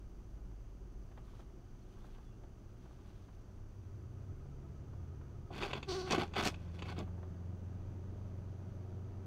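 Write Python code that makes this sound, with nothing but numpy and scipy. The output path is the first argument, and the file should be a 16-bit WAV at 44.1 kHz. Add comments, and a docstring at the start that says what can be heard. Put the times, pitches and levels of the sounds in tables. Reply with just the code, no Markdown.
"""An ice-crusted wiper makes one sweep over a car's windshield: it scrapes, squeals as its rubber sticks
and slips, thumps at the turn, scrapes back and parks. We are inside, rolling slowly over packed snow.
The four-cylinder engine idles, then revs up in two steps, its belt chirping faintly. The tyres rumble
and crunch, and loose trim squeaks. A small camera on the glass hears it all over its own hiss."""
import sys
import numpy as np
from scipy import signal
from scipy.fft import rfft, irfft
from scipy.io import wavfile
from scipy.ndimage import uniform_filter1d

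SR = 44100
rng = np.random.default_rng(int(sys.argv[2]) if len(sys.argv) > 2 else 0)


def master_out(mix):
    """Clip the mix to full scale and print it as 16-bit PCM to the path in sys.argv[1]."""
    frames = np.transpose(np.atleast_2d(mix))
    ceiling = np.clip(frames, -1, 1)
    pcm = np.round(ceiling * 32767).astype(np.int16)
    wavfile.write(sys.argv[1], SR, pcm)


N = 408366
TIME = np.arange(N) / SR

# pitches at which the windshield and camera mount ring: pitch_hz, width_hz, boost_db
GLASS_RINGS = [(440, 20, 11), (757, 44, 5), (813, 99, -1.5), (940, 100, -0.5), (1540, 110, 4.5),
               (1840, 240, -10), (2120, 390, 3.5), (2510, 200, -2.5), (3370, 390, 7.5), (3880, 260, -7.5),
               (4400, 570, 4.5), (5190, 300, -24)]
# tone colour (how strong the lows and highs are) of the wiper's frame: pitch_hz, level_db
FRAME_COLOUR = [(150, 4), (400, 1), (1000, -5), (1800, -9), (2600, -7.5), (3600, -6), (4100, -18),
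                (4600, -8.5), (5400, -31), (6600, -16.5), (8200, -31), (9500, -41), (15000, -52)]
# pitches at which that frame rings: pitch_hz, width_hz, boost_db
FRAME_RINGS = [(2545, 350, 11.5), (1010, 170, 7.5), (3600, 200, 2.5)]
# how fast the engine runs: time_s, firings_per_s
ENGINE_SPEED = [(0, 48), (3.55, 48), (3.9, 53), (4.4, 70), (4.65, 68), (5.75, 67), (6.25, 83.5), (7.2, 87),
                (8.2, 92), (9.26, 93.3)]
# what the cabin hears at each speed: firings_per_s, firing_tone_db, octave_db, belt_chirp_db
ENGINE_LEVELS = [(48.4, -65, -69, -83), (55, -66, -55.5, -75), (68.7, -55, -55.5, -70),
                 (83.8, -50.5, -56.5, -79), (86.1, -44.5, -53.5, -81), (94.7, -48.5, -65.5, -96)]
# pitches at which the cabin rings: pitch_hz, width_hz, boost_db
CABIN_RINGS = [(116, 35, 3.5), (374.5, 63, 4.5), (596, 48, 1), (998, 43, 3), (1228, 140, 4), (1500, 240, 4)]


def wiper_scrape(release_s=0.019):
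    """Ice on the blade grinds and fizzes over the glass, grains crackle in the frame, the arm thuds."""
    # the blade catches on ice; change_db builds up while it is held, and the last two add to level_db:
    # start_s, swell_s, held_s, level_db, change_db, thud_db, fizz_db
    catches = [(5.505, 0.065, 0.016, -49, 6, 2, -15.5), (5.598, 0.032, 0.023, -42.5, -1.5, -1, -13.5),
               (5.672, 0.01, 0.029, -49, 2, -4, -19), (5.749, 0.0054, 0.023, -44.5, -5.5, 0, -24),
               (6.05, 0.047, .008, -45.5, 5, -2, -17), (6.105, 0.0047, 0.046, -34.5, -4.5, -4, -16.5),
               (6.175, 0.0037, 0.057, -42, -4, -1.5, -15), (6.338, 0.046, 0.026, -37, -1, -1, -17.5),
               (6.42, 0.012, 0.041, -40.5, 2.5, 3, -6.5), (6.72, 0.023, .05, -63, -6, -8, -8),
               (6.835, 0.04, 0.029, -51, 4, -1.5, -17.5), (6.955, 0.028, 0.032, -53.5, -6, 9, -25)]
    # dull thud of the shuddering arm: pitch_hz, level_db
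    thud_colour = [(60, -37), (130, 12), (200, 13), (330, 9.5), (450, -7), (700, -12), (1500, -35)]
    # bright fizz of the ice: pitch_hz, level_db
    fizz_colour = [(3000, -2.5), (5000, -1.5), (6300, -6), (8200, -12), (9200, -12.5), (10500, -18),
                   (12500, -19), (15500, -30)]
    light_drag = (5.51, release_s, 1.5, -69.5, 0, -3, -10.5)  # lasts the whole sweep; columns as above
    power = np.zeros((3, N))  # one row each for rasp, thud and fizz
    for start_s, swell_s, held_s, level_db, change_db, thud_db, fizz_db in [light_drag, *catches]:
        t = TIME[:round((swell_s + held_s + 10 * release_s) * SR)]
        rise = np.minimum(t / swell_s, 1)
        hold = gain_of(change_db * np.clip((t - swell_s) / held_s, 0, 1))
        release = np.exp(-np.maximum(t - swell_s - held_s, 0) / release_s)
        for layer, extra_db in zip(power, (0, thud_db, fizz_db)):
            add(layer, start_s, (rise * hold * release * gain_of(level_db + extra_db)) ** 2)
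    judder = evened(gain_of(2.9 * wander(220) + 1.5 * wander(45)))  # the blade grips and lets go
    crackle = colour(grains(per_s=300, spread_db=3), FRAME_COLOUR, FRAME_RINGS)
    rasp = judder * ice_grinding() + gain_of(-7) * crackle
    thud = gain_of(-2.5) * colour(judder * noise(), thud_colour, GLASS_RINGS)
    fizz = gain_of(2) * colour(judder * grains(per_s=2100, spread_db=3), fizz_colour)
    return (np.sqrt(power) * [rasp, thud, fizz]).sum(0)


def ice_grinding(ridges=6):
    """Ridges of ice grip unevenly; each makes the glass ring at its own random pitches."""
    # rasp of ice on glass: pitch_hz, level_db
    rasp_colour = [(200, -13), (400, 1), (750, -4), (1100, -2.5), (1500, -4.5), (2200, -7.5), (3300, -13),
                   (4500, -15), (5500, -17.5), (7000, -49), (10000, -59)]
    out = np.zeros(N)
    for _ in range(ridges):
        pitches_hz = np.exp(rng.uniform(np.log(600), np.log(5000), size=4))
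        own_rings = [(hz, 60 + .04 * hz, 6) for hz in pitches_hz]
        grip = gain_of(6 * np.tanh(wander(45)))
        out += grip * colour(grains(per_s=1400, spread_db=2.8), rasp_colour, GLASS_RINGS + own_rings)
    return evened(out)


def wiper_knocks():
    """The wiper's arm thumps, its frame clacks and rings, and ice breaks off with short bright cracks."""
    # the arm hits the glass: start_s, peak_db
    thumps = [(5.502, -39), (6.109, -28.5), (6.127, -25), (6.176, -23.5), (6.22, -30.5), (6.52, -46),
              (6.978, -38.5), (6.999, -35)]
    # deep sound of a thump: pitch_hz, level_db
    thump_colour = [(70, -26), (170, 4.5), (320, 5), (520, -5), (700, -1), (1100, -10), (1500, -25),
                    (2000, -43), (5000, -39), (12000, -77)]
    # the frame hits the glass: start_s, peak_db
    clacks = [(5.623, -32), (5.631, -28), (5.731, -27.5), (5.827, -36), (6.336, -38), (6.541, -41.5),
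              (6.79, -42.5), (6.821, -34)]
    # ice breaks off: start_s, peak_db, fade_s, treble_db
    cracks = [(6.109, -29, .02, -20), (6.122, -26.5, 0.031, -24), (6.278, -54, .008, -15),
              (6.436, -34, .008, 6), (6.452, -29, .008, 9), (6.474, -26, .009, 3), (6.483, -37, 0.018, 6),
              (6.903, -50, .008, 7), (6.989, -41.5, 0.012, -5)]
    # bright sound of breaking ice: pitch_hz, level_db
    ice_colour = [(500, -15), (2500, 17.5), (4500, 14.5), (6500, 14.5), (9200, -2), (10500, -31),
                  (12500, -2), (15500, -23)]
    out = np.zeros(N)
    for start_s, peak_db in thumps:
        thump = burst(thump_colour, GLASS_RINGS, fade_s=0.094, rise_s=0.0024)
        add(out, start_s, gain_of(peak_db) * thump)
    for start_s, peak_db in clacks:
        clack = burst(FRAME_COLOUR, FRAME_RINGS, fade_s=0.033, rise_s=0.0024)
        add(out, start_s, gain_of(peak_db) * clack)
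    for start_s, peak_db, fade_s, treble_db in cracks:
        crack = burst(ice_colour, [(12900, 3400, treble_db)], fade_s, rise_s=0.00043)
        add(out, start_s, gain_of(peak_db) * crack)
    return out


def wiper_squeal():
    """The rubber sticks and slips a few hundred times a second; every slip sets its lip buzzing."""
    # course of the squeal: time_s, slips_per_s, level_db
    course = [(5.87, 400, -62), (5.888, 382, -46), (5.925, 362, -45), (5.97, 375, -47), (6.015, 352, -47.5),
              (6.04, 362, -51), (6.06, 385, -50), (6.095, 365, -53)]
    # tones in the squeal: multiple_of_slip_rate, level_db
    overtones = [(1, 1.5), (2, -7), (3, -8.5), (4, -13)]
    # ring of the rubber lip: pitch_hz, level_db
    lip_colour = [(500, 2.5), (1500, -24), (1800, -4), (2400, -4.5), (3500, -2), (4400, 1.5), (5200, -4.5),
                  (6000, -1), (6800, -13), (9000, -18), (11000, -29), (15500, -30)]
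    slip_hz, level_db = follow(course)
    sounding = (TIME > course[0][0]) * (TIME < course[-1][0])
    level = abs(uniform_filter1d(gain_of(level_db) * sounding, size=200))  # softens the start and end
    cycles = np.cumsum(slip_hz * (1 + .05 * wander(200))) / SR
    tones = sum(np.sqrt(2) * gain_of(db + wander(60)) * np.cos(2 * np.pi * (k * cycles + rng.random()))
                for k, db in overtones)
    slips = np.diff(np.floor(cycles + 0.047 * wander(400)), prepend=0)  # one click a cycle
    slips *= gain_of(1.1 * wander(300))
    rub = noise() * (0.18 + np.exp(-(cycles % 1) / 0.21))
    buzz = colour(.5 * evened(slips) + evened(rub), lip_colour, rings=[(4450, 470, 5.4)])
    pressure = (level / level.max()) ** 1.03  # the buzz needs a hard-pressed lip
    return level * (tones + gain_of(-1) * pressure * buzz)


def engine(idle_hz=48, strongest_multiple=1.36):
    """The firing cylinders hum, and a clatter pulses with each firing; both follow the engine speed."""
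    # unequal cylinders add extra tones: multiple_of_firing_rate
    extra_tones = [.75, 1.5, 1.75, 2.25, 2.5, 3, 3.75, 4, 4.25, 5, 6, 6.5, 7, 10.25, 13.75]
    # engine noise coming through the cabin's front wall: pitch_hz, level_db
    clatter_colour = [(88, -32), (150, -2), (184, 3.5), (254, -17), (373, -8.5), (438, -12.5), (613, -15.5),
                      (680, -14), (953, -23.5), (1060, -25.5), (5000, -43), (6500, -88), (11000, -120)]
    firing_hz, = follow(ENGINE_SPEED)
    firing_db, octave_db, _ = follow(ENGINE_LEVELS, firing_hz)
    drone_db = 13 * np.clip((1.72 - TIME) / 0.65, 0, 1)  # at first the idling engine labours
    effort_db = -72 + 0.1791 * (firing_hz - idle_hz)
    firings = np.cumsum(firing_hz * (1 + 0.00349 * wander(5.33))) / SR

    def tone(multiple, db, waver_db):
        level = np.sqrt(2) * gain_of(db + waver_db * wander(10))
        return level * np.sin(2 * np.pi * (multiple * firings + rng.random()))

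    hum = tone(0.99, firing_db + drone_db, waver_db=0.94) + tone(2, octave_db, waver_db=1)
    hum += tone(1.25, effort_db + 10.5, waver_db=1.5)  # a part driven by the belt
    for multiple in extra_tones:
        octaves_away = abs(np.log2(multiple / strongest_multiple))
        hum += tone(multiple, effort_db - 1 - 5.5 * octaves_away, waver_db=2)
    pulse = 1 + .5 * np.cos(2 * np.pi * firings)
    clatter = colour(noise() * pulse, clatter_colour, CABIN_RINGS)
    return hum + gain_of(effort_db + 5.5) * clatter


def road_rumble(bump_half_s=0.21, boom_half_s=0.24, boom_hz=95):
    """The body sways on its springs, the tyres roar, and the cabin air booms at its lowest note."""
    # ruts rock the body: time_s, level_db
    ruts = [(.15, -52.5), (0.452, -55.5), (1.14, -51), (2.05, -53.5)]
    # very deep sound of the swaying body: pitch_hz, level_db
    sway_colour = [(8, -8.5), (15, -3.5), (27, 20), (38, 6), (60, 8.5), (100, -53)]
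    # the tyres roar more in deeper snow: time_s, level_db
    roar_levels = [(0, -58), (2.7, -58.5), (4.5, -56), (7.2, -55), (9.26, -54.5)]
    # low roar of the tyres: pitch_hz, level_db
    roar_colour = [(32, -15.5), (55, -5), (76, -22), (117, -4), (145, -16), (183, -15.5), (207, -13),
                   (382, -18.5), (433, -24), (754, -29), (4000, -53), (5200, -82.5), (8800, -120)]
    # packed ridges of snow make the air boom: time_s, level_db
    ridges = [(3.55, -54.5), (4.1, -47), (5.1, -47.5)]
    sway = swells([(s, bump_half_s, db) for s, db in ruts], steady_db=-57.5) * colour(noise(), sway_colour)
    roar_db = follow(roar_levels)[0] + 0.48 * wander(4.4)
    roar = gain_of(roar_db) * colour(noise(), roar_colour, CABIN_RINGS)
    boom_cycles = np.cumsum(boom_hz + 7 * wander(12.4)) / SR
    boom_level = swells([(s, boom_half_s, db) for s, db in ridges], steady_db=-61)
    boom = boom_level * gain_of(2.5 * wander(17)) * np.sin(2 * np.pi * boom_cycles)
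    return sway + roar + boom


def snow_crunch():
    """Snow crunches finely under the tyres, and lumps break against the underside of the car."""
    # patches of crusted snow: time_s, half_length_s, level_db
    patches = [(1.36, 0.085, -72.5), (2.057, 0.19, -77), (3.023, .24, -76)]
    # crisp sound of the crunch: pitch_hz, level_db
    crunch_colour = [(200, -31), (500, -22), (1300, 7), (2000, -0.5), (3300, 2), (4600, -3), (7000, -10),
                     (10000, -14), (15500, -19)]
    # bigger lumps hit the car: start_s, peak_db, crispness_db
    lumps = [(0.512, -56, -18), (1.114, -55.5, 6), (1.175, -46.5, 7), (1.335, -55, 1), (1.392, -51, -16),
             (2.043, -50, -4), (2.146, -60.5, 34), (2.182, -52, -3), (2.434, -50, 2), (3.284, -53, 8),
             (2.854, -52.5, -14), (4.931, -53, 4), (5.212, -52, 1), (7.076, -49.5, -4), (7.178, -50, -10),
             (7.228, -47, 2)]
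    # dull knock of a lump: pitch_hz, level_db
    lump_colour = [(80, 1), (350, 7), (1000, 5.5), (1600, -4), (2200, -13), (3500, -17), (6000, -38),
                   (15000, -39)]
    crunch = colour(grains(per_s=1600, spread_db=0) * gain_of(2 * wander(25)), crunch_colour)
    small_lumps = colour(grains(per_s=70, spread_db=1.5), lump_colour)
    knocks = evened(cabin_echo(small_lumps, fade_s=.05, echo_db=1.5))
    out = swells(patches, steady_db=-87) * (crunch + gain_of(3) * knocks)
    for start_s, peak_db, crispness_db in lumps:
        knock = burst(lump_colour, [(3380, 4000, crispness_db)], fade_s=0.083, rise_s=0.00056)
        add(out, start_s, gain_of(peak_db) * knock)
    return out


def belt_chirp(chirp_hz=1272, firings_per_lap=8, width_laps=0.12):
    """A patch of the belt, worn smooth, chirps once a lap, most at middling engine speeds."""
    firing_hz, = follow(ENGINE_SPEED)
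    *_, chirp_db = follow(ENGINE_LEVELS, firing_hz)
    laps = np.cumsum(firing_hz) / SR / firings_per_lap
    laps -= np.interp(4.765, TIME, laps)  # one chirp peaks at 4.765 s
    on_pulley = np.exp(-(((laps + .5) % 1 - .5) / width_laps) ** 2)
    tone = np.sin(2 * np.pi * np.cumsum(chirp_hz + 19 * wander(63.5)) / SR)
    return np.sqrt(2) * gain_of(chirp_db + 0.53 * wander(7.5)) * on_pulley * tone


def trim_squeaks():
    """Loose plastic trim rubs as the body twists, giving thin, unsteady squeaks."""
    # the squeaks: start_s, length_s, pitch_hz, relative_db
    squeaks = [(1.813, .025, 4330, -76), (1.99, 0.08, 3550, -81), (2.238, .09, 3440, -80),
               (2.274, 0.12, 2760, -81)]
    out = np.zeros(N)
    for start_s, length_s, pitch_hz, relative_db in squeaks:
        swell = signal.windows.hann(int(length_s * SR))
        cycles = np.cumsum(pitch_hz * (1 + 0.015 * wander(250)[:len(swell)])) / SR
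        add(out, start_s, gain_of(relative_db + 0.5) * swell * np.sin(2 * np.pi * cycles))
    return out


def cabin_echo(x, fade_s, echo_db):
    """Adds the short, dense echoes of a padded cabin; they fall by 60 dB in fade_s."""
    t = TIME[:SR // 5]
    echoes = rng.standard_normal(len(t)) * (rng.random(len(t)) < 2000 / SR)
    echoes *= (t > .002) * gain_of(-60 * t / fade_s)
    return x + gain_of(echo_db) * signal.oaconvolve(x, echoes / np.linalg.norm(echoes))[:N]


def burst(points, rings, fade_s, rise_s):
    """A brief cluster of tiny hits makes an object ring; the peak is about 1."""
    t = TIME[:SR // 8]
    shape = gain_of(-60 * t / fade_s) * (1 - np.exp(-t / rise_s))
    ring = colour(rng.choice([-1, 1], len(t)) * shape, points, rings)
    return ring * shape.std() / shape.max() / 2


def grains(per_s, spread_db):
    """Random tiny cracks; spread_db makes a few of them larger than the rest."""
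    size = gain_of(spread_db * np.minimum(rng.exponential(1, N), 4))
    return evened(size * rng.choice([-1, 1], N) * (rng.random(N) < per_s / SR))


def colour(x, points, rings=(), size=8192):
    """Filters x with a broad tone colour plus ringing pitches; the result has strength 1."""
    hz = abs(np.fft.fftfreq(size, 1 / SR))
    pitch_hz, level_db = np.transpose(points)
    db = np.interp(np.log(hz + 1), np.log(pitch_hz + 1), level_db)
    for centre_hz, width_hz, boost_db in rings:
        db = db + boost_db / (1 + (2 * (hz - centre_hz) / width_hz) ** 2)
    spectrum = np.exp(np.conj(signal.hilbert(np.log(gain_of(db)))))  # rings after a hit, never before
    response = np.fft.ifft(spectrum).real
    return evened(signal.oaconvolve(x, response[:size // 2])[:len(x)])


def swells(rows, steady_db):
    """A steady gain with bell-shaped swells on top: time_s, half_length_s, level_db."""
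    power = sum(gain_of(db) ** 2 * np.exp(-((TIME - s) / half_s) ** 2) for s, half_s, db in rows)
    return np.sqrt(gain_of(steady_db) ** 2 + power)


def wander(rate_hz):
    """A smooth random wobble of strength 1, up to about the given rate."""
    hz = np.fft.rfftfreq(N, 1 / SR)
    return evened(irfft(rfft(noise()) * np.exp(-(hz / rate_hz) ** 2), N))


def noise():
    """White noise of strength 1."""
    return rng.standard_normal(N)


def evened(x):
    """Scales x to an average strength (rms) of 1."""
    return x / np.sqrt(np.mean(x ** 2) + 1e-20)


def gain_of(db):
    """Turns decibels into a factor."""
    return 10 ** (np.asarray(db) / 20)


def follow(rows, at=TIME):
    """Joins a table's rows by straight lines; one curve for each column after the first."""
    positions, *columns = np.transpose(rows)
    return [np.interp(at, positions, column) for column in columns]


def add(mix, start_s, sound):
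    """Mixes a sound in at start_s."""
    part = mix[round(start_s * SR):][:len(sound)]
    part += sound[:len(part)]


def scene():
    """The wiper, echoing in the cabin, over the sounds of the moving car; one channel."""
    wiper = cabin_echo(wiper_scrape() + wiper_knocks() + wiper_squeal(), fade_s=0.062, echo_db=-9)
    return (wiper + engine() + belt_chirp() + road_rumble() + snow_crunch() + trim_squeaks())[None]


def record(dry, top_hz=15750):
    """The microphone adds its hiss, and the treble above top_hz is cut off."""
    # the microphone's own hiss: pitch_hz, level_db
    hiss_colour = [(100, -7), (1500, -10.5), (3000, -4), (3900, -15.5), (4600, -3), (5300, -8), (6050, 1.5),
                   (7300, -11.5), (10000, -15.5), (13000, -17.5), (15000, -15.5)]
    hiss = gain_of(-79) * colour(noise(), hiss_colour)
    treble_cut = signal.firwin(1023, top_hz, window=("kaiser", 9), fs=SR)
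    return signal.oaconvolve(dry + hiss, treble_cut[None], "same")


dry = scene()
out = record(dry)
master_out(out)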